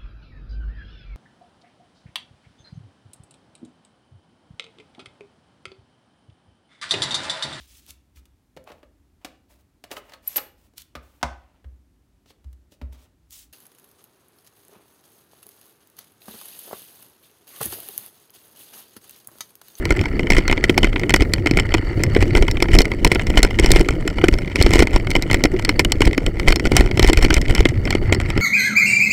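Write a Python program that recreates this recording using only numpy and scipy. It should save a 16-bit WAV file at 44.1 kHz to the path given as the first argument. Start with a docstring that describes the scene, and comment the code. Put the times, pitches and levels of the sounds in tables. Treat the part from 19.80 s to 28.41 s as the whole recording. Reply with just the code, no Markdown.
"""A camera swings and knocks in a loose plastic housing on a small moped riding a bumpy dirt track.
Each swing pumps the shut-in air and ends with a strike on the shell. The shell clacks, the mount
thuds, and loose parts chatter in the gaps, more so where the track is rough. Behind it all,
engine hum, tyre noise and wind rumble come through the housing muffled."""
import sys
import numpy as np
from scipy import signal
from scipy.fft import rfft, irfft
from scipy.io import wavfile
from scipy.ndimage import uniform_filter1d

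SR = 44100
rng = np.random.default_rng(int(sys.argv[2]) if len(sys.argv) > 2 else 0)


def put_to_file(sound):
    """Save the sound as 16-bit audio at rate SR, in the file named by the first command-line argument."""
    columns = np.atleast_2d(sound).T  # one column per channel
    safe = np.clip(columns, -1, 1)
    whole_steps = np.round(safe * 32767)
    wavfile.write(sys.argv[1], SR, whole_steps.astype(np.int16))


N = 379701

# swings of the camera, each squeezing the air before it strikes: strike_s, squeeze_s, size_db
CAMERA_SWINGS = [(0.1231, .0107, -7), (0.2127, .0092, -8), (0.5834, .0123, -3), (1.4215, .0092, -4),
                 (2.4256, .008, -3.5), (2.5717, .011, -4), (2.6243, .0132, -4), (2.9512, .0112, -1),
                 (3.0055, .015, -2), (3.5019, .0106, -6.5), (3.5915, .0104, -6), (3.6481, .0142, -3),
                 (3.8445, .0126, -4), (3.9055, .0177, -3), (3.961, .0131, -1.5), (4.0105, .0112, -4),
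                 (4.1071, .0107, -8), (4.5392, .011, -6), (4.8135, .007, -3), (4.8634, .012, -3),
                 (4.9073, .0065, -7), (4.9567, .013, -1), (5.0038, .0091, -2), (5.161, .0139, -3),
                 (6.275, .009, -4), (6.7043, .0162, -5), (6.8714, .0155, -6), (6.9572, .0062, -8),
                 (7.0081, .0117, -2.5), (7.0608, .0125, -8), (7.2455, .0125, -2), (7.2979, .0151, -2),
                 (7.3894, .0104, -8), (7.4481, .0171, -1.5), (7.5294, .0104, -7), (7.58, .0096, -7),
                 (7.7085, .0147, -6), (7.8055, .0105, -3)]
# knocks on the shell: start_s, clack_db, treble_db (the bright click, played 9 dB above this)
SHELL_KNOCKS = [(0.0538, -11, -21.5), (0.1062, -4, -21), (0.166, -26, -43), (0.192, -10, -32),
                (0.2561, -10, -34), (0.394, -10.5, -32), (0.47, -12, -35), (0.5028, 1, -16),
                (0.5198, -6, -23), (0.5338, -9, -25), (0.5674, -3.5, -35), (0.6534, -24, -50),
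                (0.6792, -9, -18.5), (0.6977, -6, -38), (0.7128, -6, -25), (0.7265, -5, -23),
                (0.7768, -10, -34), (0.84, -1, -19.5), (0.8954, -1, -26), (0.9779, 1, -14.5),
                (1.0312, -5.5, -21.5), (1.044, -4, -22.5), (1.071, -15, -38), (1.1288, -17, -56),
                (1.16, -7.5, -53), (1.1957, -14.5, -29), (1.2346, -10.5, -41), (1.2947, -7, -19.5),
                (1.3056, -6.5, -20), (1.3399, 2, -14.5), (1.3616, -7, -15), (1.407, -8.5, -27),
                (1.5364, -6, -12.5), (1.6601, -7.5, -26), (1.6706, -5, -24), (1.711, -9.5, -21),
                (1.7717, -2, -20), (1.7874, -6.5, -39), (1.7983, -5.5, -19.5), (1.921, -14, -43),
                (1.9407, -3, -16), (1.9474, -6, -27), (1.9815, -17.5, -37), (2.2362, -7.5, -12.5),
                (2.3492, -10.5, -25), (2.364, -4, -34), (2.5514, -5.5, -25), (2.6813, -8, -27.5),
                (2.7127, -16, -19.5), (2.7706, -12.5, -39), (2.803, -13, -30), (2.8245, -3, -12.5),
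                (2.8559, -17, -45), (2.885, -12.5, -37), (2.9874, -5.5, -7), (3.0184, -19, -14.5),
                (3.054, -10, -26), (3.1166, -8.5, -31), (3.2474, 0.5, -12), (3.266, -11, -29),
                (3.2746, -13.5, -22), (3.3163, 1.5, -24), (3.3488, -16, -22), (3.3563, -6, -37),
                (3.395, -9, -31), (3.469, -13, -23), (3.5384, -17, -51), (3.573, -0.5, -19.5),
                (3.6304, -4, -5), (3.7083, -15.5, -35), (3.7881, -6, -23), (3.7968, -11.5, -15),
                (3.8604, -10, -14), (3.9175, -11.5, -4), (3.995, -17, -24), (4.087, -5, -20),
                (4.277, -8, -23), (4.301, -22, -33), (4.3842, -10.5, -35), (4.4138, -13, -44),
                (4.4401, -3, -34), (4.484, -3, -18.5), (4.586, -16.5, -28), (4.7579, -4.5, -18.5),
                (4.8253, -28, -6.5), (4.9356, -5, -12.5), (4.9916, -1, -15), (5.024, -2.5, -17.5),
                (5.0714, -8, -27), (5.108, -23, -40), (5.2701, -13, -35), (5.3045, -14, -24.5),
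                (5.3137, -12.5, -19.5), (5.3526, -1, -24), (5.3634, -7.5, -21), (5.4235, -15, -18),
                (5.4997, -9.5, -37), (5.5125, -5.5, -20.5), (5.5307, -9.5, -21), (5.5441, -1.5, -17.5),
                (5.6386, -3, -10.5), (5.654, -6, -17), (5.7947, -15, -30), (5.824, -22, -31),
                (5.8494, -12, -14), (5.892, -2.5, -13.5), (5.9942, 1, -9), (6.048, -7.5, -16.5),
                (6.1205, -6.5, -8), (6.2063, -13, -24), (6.2184, -2, -16), (6.255, -22, -21),
                (6.331, -14, -29.5), (6.3783, -8, -19), (6.4639, -9.5, -21), (6.5975, -11, -23.5),
                (6.6758, -4, -33), (6.6816, 0.5, -31), (6.7233, -5, -16.5), (6.759, -10.5, -17),
                (6.797, -10.5, -25.5), (6.8536, -8, -23), (6.9186, -10.5, -22.5), (6.9666, -3.5, -4.5),
                (7.1126, -12.5, -28.5), (7.1736, -10, -23), (7.195, -4.5, -12.5), (7.228, -7, -11.5),
                (7.2752, -15, -17), (7.3318, -6, -13.5), (7.3731, -4, -17.5), (7.427, -14, -18),
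                (7.5045, -4.5, -19), (7.5418, -9, -11), (7.566, -7.5, -23), (7.615, -19, -23),
                (7.6826, -16, -29), (7.7506, -9, -15.5), (7.7797, -10.5, -29), (7.854, -2.5, -24),
                (7.889, -22, -26), (8.0534, -15, -28), (8.0739, -13, -36), (8.106, -10.5, -18),
                (8.1262, -8.5, -29), (8.1513, -8.5, -26), (8.3251, 0, -17), (8.3475, -11.5, -20),
                (8.401, -14.5, -29), (8.5025, -14, -26.5), (8.5764, -10.5, -26)]
# A mode is a tone that a part rings at when hit; fade_s is the time it takes to fall by 60 dB.
# low modes of the shell: pitch_hz, relative_db, fade_s
SHELL_LOW_MODES = [(782, -8.5, 0.0089), (955, -11, 0.012), (1450, -9.5, 0.011), (2117, -4.5, 0.0098),
                   (2273, -1.5, 0.0044), (2993, -13, 0.012)]
# high modes of the shell: pitch_hz, relative_db, fade_s
SHELL_HIGH_MODES = [(4383, -6, 0.031), (5150, 30, 0.001), (5345, -4.5, 0.035), (7210, 25, 0.0008),
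                    (7370, -16, 0.019), (10520, 11, 0.00078)]
# modes of the mount: pitch_hz, relative_db, fade_s
MOUNT_MODES = [(342.5, 21, 0.02), (461, -5, 0.028)]


def gain_of(db):
    """Turns decibels into a number to multiply a sound by."""
    return 10 ** (np.asarray(db) / 20)


def evened(x):
    """Scales a signal so that its average strength (rms) is 1."""
    return x / np.sqrt(np.mean(x ** 2) + 1e-20)


def add(mix, start_s, sound):
    """Mixes a sound in at start_s."""
    part = mix[max(round(start_s * SR), 0):][:len(sound)]
    part += sound[:len(part)]


def drift(samples):
    """A random wander of strength 1, smooth over this many samples."""
    return evened(uniform_filter1d(uniform_filter1d(rng.standard_normal(N), samples), samples))


def ring(modes, detune=0, spread_db=0, samples=1800, rise=1):
    """One clean blow rings the modes; where it lands shifts their pitch and strength."""
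    t = np.arange(samples) / SR
    pitch_hz, level_db, fade_s = np.transpose(modes)[:, :, None]
    level_shift, pitch_shift = rng.standard_normal((2, len(modes), 1))
    fade = gain_of(level_db + spread_db * level_shift - 60 * t / fade_s)
    onset = 1 - np.exp(-rise * pitch_hz * t)
    tones = np.sin(2 * np.pi * pitch_hz * (1 + detune * pitch_shift) * t)
    return (fade * onset * tones).sum(0)


def crack(modes, fade_s, spread_db, detune=0.015):
    """A hard contact and a quickly dying burst of noise ring the modes. The peak is 1."""
    burst = rng.standard_normal(900) * gain_of(-60 * np.arange(900) / SR / fade_s)
    burst[0] = 2.5  # the first contact
    out = signal.fftconvolve(burst, ring(modes, detune, spread_db))
    return out / abs(out).max()


def shower(blow, per_s, spread_db, kinds=10):
    """A random rain of small blows, most of them faint."""
    sizes = gain_of(spread_db * np.minimum(rng.exponential(1, N), 3))
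    hits = sizes * (rng.random(N) < per_s / SR)
    kind = rng.integers(0, kinds, N)
    blows = sum(signal.oaconvolve(hits * (kind == k), blow())[:N] for k in range(kinds))
    return evened(blows / np.sqrt(per_s))  # crowding alone does not make it louder


def shaking(knock_db=0):
    """How hard the loose parts shake, in dB about the average: after each knock, around each swing."""
    settle_s, spread_s, lead_s = 0.015, 0.035, 0.008
    swing_db, calm_db = -4, -13
    t = np.arange(0, N / SR, 1 / 400)
    start_s, clack_db, _ = np.transpose(SHELL_KNOCKS)[:, :, None]
    knocked = gain_of(clack_db + knock_db) * (t > start_s) * np.exp(-abs(t - start_s) / settle_s)
    strike_s, _, size_db = np.transpose(CAMERA_SWINGS)[:, :, None]
    swung = gain_of(size_db + swing_db) * np.exp(-((t - strike_s + lead_s) / spread_s) ** 2)
    power_db = 10 * np.log10((knocked ** 2).sum(0) + (swung ** 2).sum(0) + gain_of(2 * calm_db))
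    return np.interp(np.arange(N) / SR, t, power_db - power_db.mean())


def wind_rumble():
    """Wind and road come through the housing as lumpy, deep noise that swells with the shaking."""
    # strength of the rumble from bass to treble: pitch_hz, relative_db
    rumble_shape = [(6, -26), (24, 1.5), (65, -10), (200, -17.5), (600, -29.5), (1200, -62.5),
                    (5000, -63.5), (16000, -68.5)]
    pitch_hz, relative_db = np.transpose(rumble_shape)
    all_hz = np.fft.rfftfreq(N, 1 / SR)
    colour = gain_of(np.interp(np.log(all_hz + 1), np.log(pitch_hz), relative_db))
    lumps_db = 2.5 * drift(900)
    noise = evened(irfft(rfft(rng.standard_normal(N)) * colour, N))
    return gain_of(-20 + 0.86 * shaking() + lumps_db) * noise


def engine_hum():
    """The engine's firing sends a wavering hum through the frame, and the mount drones along."""
    # loudness of the hum along the ride: time_s, level_db
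    hum_levels = [(0, -34.5), (2.3, -21.5), (3.2, -33), (7.6, -25.5), (8.3, -20.5)]
    firing_hz, drone_hz, drone_fade_s = 94.9, 349.8, 0.038
    cycles = np.cumsum(firing_hz * (1 + 0.2 * drift(400))) / SR
    noise = rng.standard_normal(N)
    drone = evened(signal.oaconvolve(noise, ring([(drone_hz, 0, drone_fade_s)]))[:N])
    hum_db = np.interp(np.arange(N) / SR, *np.transpose(hum_levels)) + 5.7 * drift(600)
    drone_db = -40 + 6.7 * drift(2000)
    return gain_of(hum_db) * np.sin(2 * np.pi * cycles) + gain_of(drone_db) * drone


def tyre_rush():
    """Tyre and engine noise, dulled by the wall of the shell, with a thin whine on top."""
    # loudness of the noise along the ride: time_s, level_db
    rush_levels = [(0.0, -39), (1.5, -46), (2.2, -38), (3.2, -47.5), (4.35, -45), (5.6, -44.5), (7.4, -50),
                   (8.61, -37.5)]
    # narrow bands that whine: pitch_hz, relative_db, fade_s
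    whine_modes = [(3240, 6, 0.028), (4500, 28.5, 0.05)]
    noise, whine_noise = rng.standard_normal((2, N))
    shell = evened(signal.oaconvolve(noise, ring(SHELL_LOW_MODES, samples=300))[:N])
    wall = signal.butter(5, [750, 2700], "bandpass", fs=SR, output="sos")
    muffled = evened(signal.sosfilt(wall, shell + 2.5 * evened(noise)))
    whine = evened(signal.oaconvolve(whine_noise, ring(whine_modes, samples=200))[:N])
    rush_db = np.interp(np.arange(N) / SR, *np.transpose(rush_levels)) + 4.5 * drift(200)
    whine_db = -15 + 0.84 * shaking() + 4 * drift(1500)
    return gain_of(rush_db) * (muffled + gain_of(whine_db) * whine)


def grit():
    """Tiny contacts come so close together that they merge into a crunch where the track is rough."""
    def tick():
        return crack(SHELL_LOW_MODES, 0.0065, 4) + 0.4 * crack(SHELL_HIGH_MODES, 0.008, 3)
    crunch = shower(tick, per_s=350, spread_db=5, kinds=6)
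    return gain_of(-42.5 + 2.4 * shaking(knock_db=-6) + 5 * drift(500)) * crunch


def chatter():
    """Loose parts tick faster, louder and brighter on the bumps; the mount never stops shaking softly."""
    def tick():
        return crack(SHELL_LOW_MODES, 0.0085, 3.5) + 0.35 * crack(SHELL_HIGH_MODES, 0.01, 3)
    rough_db = 1.96 * shaking()
    ticks = shower(tick, per_s=70 * gain_of(rough_db), spread_db=4)
    treble = signal.sosfilt(signal.butter(2, 3230, "highpass", fs=SR, output="sos"), ticks)
    ticks = ticks + (gain_of(0.95 * rough_db - 7.5) - 1) * treble
    shakes = shower(lambda: crack(MOUNT_MODES, 0.04, 4, detune=0.04), per_s=90, spread_db=4.5)
    return gain_of(-37.5 + rough_db) * ticks + gain_of(-27.5 + 0.5 * rough_db) * shakes


def mount_thud(peak_db):
    """One hollow blow on the mount; its wave starts downwards."""
    out = ring(MOUNT_MODES, detune=0.07, spread_db=2.3, rise=4)
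    return -gain_of(peak_db) * out / abs(out).max()


def knocks():
    """Each knock, and the strike that ends each swing, makes the shell clack and the mount thud."""
    # extra thuds of the mount on the harder bumps: start_s, peak_db
    bump_thuds = [(0.395, -9), (0.7271, -11), (.896, 0), (1.0435, -4.5), (1.661, -5.5), (1.712, -1.5),
                  (1.948, -7.5), (2.3643, 0.5), (2.8245, -8.5), (3.7873, -21), (3.7972, -4), (4.4389, 3.5),
                  (4.4865, -2), (5.0239, 0), (5.364, -8), (5.6385, -5), (5.6499, -0.5), (6.207, -4),
                  (6.38, -2), (6.917, -3), (7.1948, -3), (7.8557, -3), (8.1514, -4), (8.3235, -2.5),
                  (8.576, -7.5)]
    blows = [(start_s, clack_db, treble_db + 9, clack_db - 9.5)
             for start_s, clack_db, treble_db in SHELL_KNOCKS]
    for strike_s, _, size_db in CAMERA_SWINGS:
        force_db = 1.62 * size_db  # a bigger swing strikes much harder
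        blows.append((strike_s, force_db - 3, force_db - 6.5, force_db + 0.5))
    out = np.zeros(N)
    for start_s, clack_db, treble_db, thud_db in blows:
        add(out, start_s, gain_of(clack_db) * crack(SHELL_LOW_MODES, 0.017, 2))
        add(out, start_s, gain_of(treble_db) * crack(SHELL_HIGH_MODES, 0.01, 2, detune=0.012))
        add(out, start_s, mount_thud(thud_db))
    for start_s, peak_db in bump_thuds:
        add(out, start_s, mount_thud(peak_db))
    return out


def camera_swings():
    """The air in the housing is sucked out, squeezed until the camera strikes its stop, then let go."""
    out = np.zeros(N)
    for strike_s, squeeze_s, size_db in CAMERA_SWINGS:
        u = np.arange(-2, 3, 1 / (squeeze_s * SR))  # time in squeeze lengths; the strike is at 0
        suck = -np.cos(2.6 * (u + 1)) * np.exp(-((u + 1) / 0.55) ** 2)
        squeeze = 1 - 2 * abs(u) ** 1.9
        release = np.cos(2.2 * u) * np.exp(-abs(u) / 0.4)
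        pressure = np.select([u < -1, u < 0], [suck, squeeze], release)
        add(out, strike_s - 2 * squeeze_s, gain_of(size_db) * pressure)
    return out


def scene():
    """Everything reaches the one microphone through the housing."""
    mix = camera_swings() + knocks() + chatter() + grit() + tyre_rush() + wind_rumble() + engine_hum()
    return mix[None]


def record(dry):
    """The hardest jolts overload the input and are clipped; then the highest treble is cut off."""
    cutoff_hz = 16200
    clipped = np.clip(dry, -1, 1)
    lowpass = signal.firwin(511, cutoff_hz, window=("kaiser", 9), fs=SR)
    return signal.oaconvolve(clipped, lowpass[None], "same")


dry = scene()
out = record(dry)
put_to_file(out)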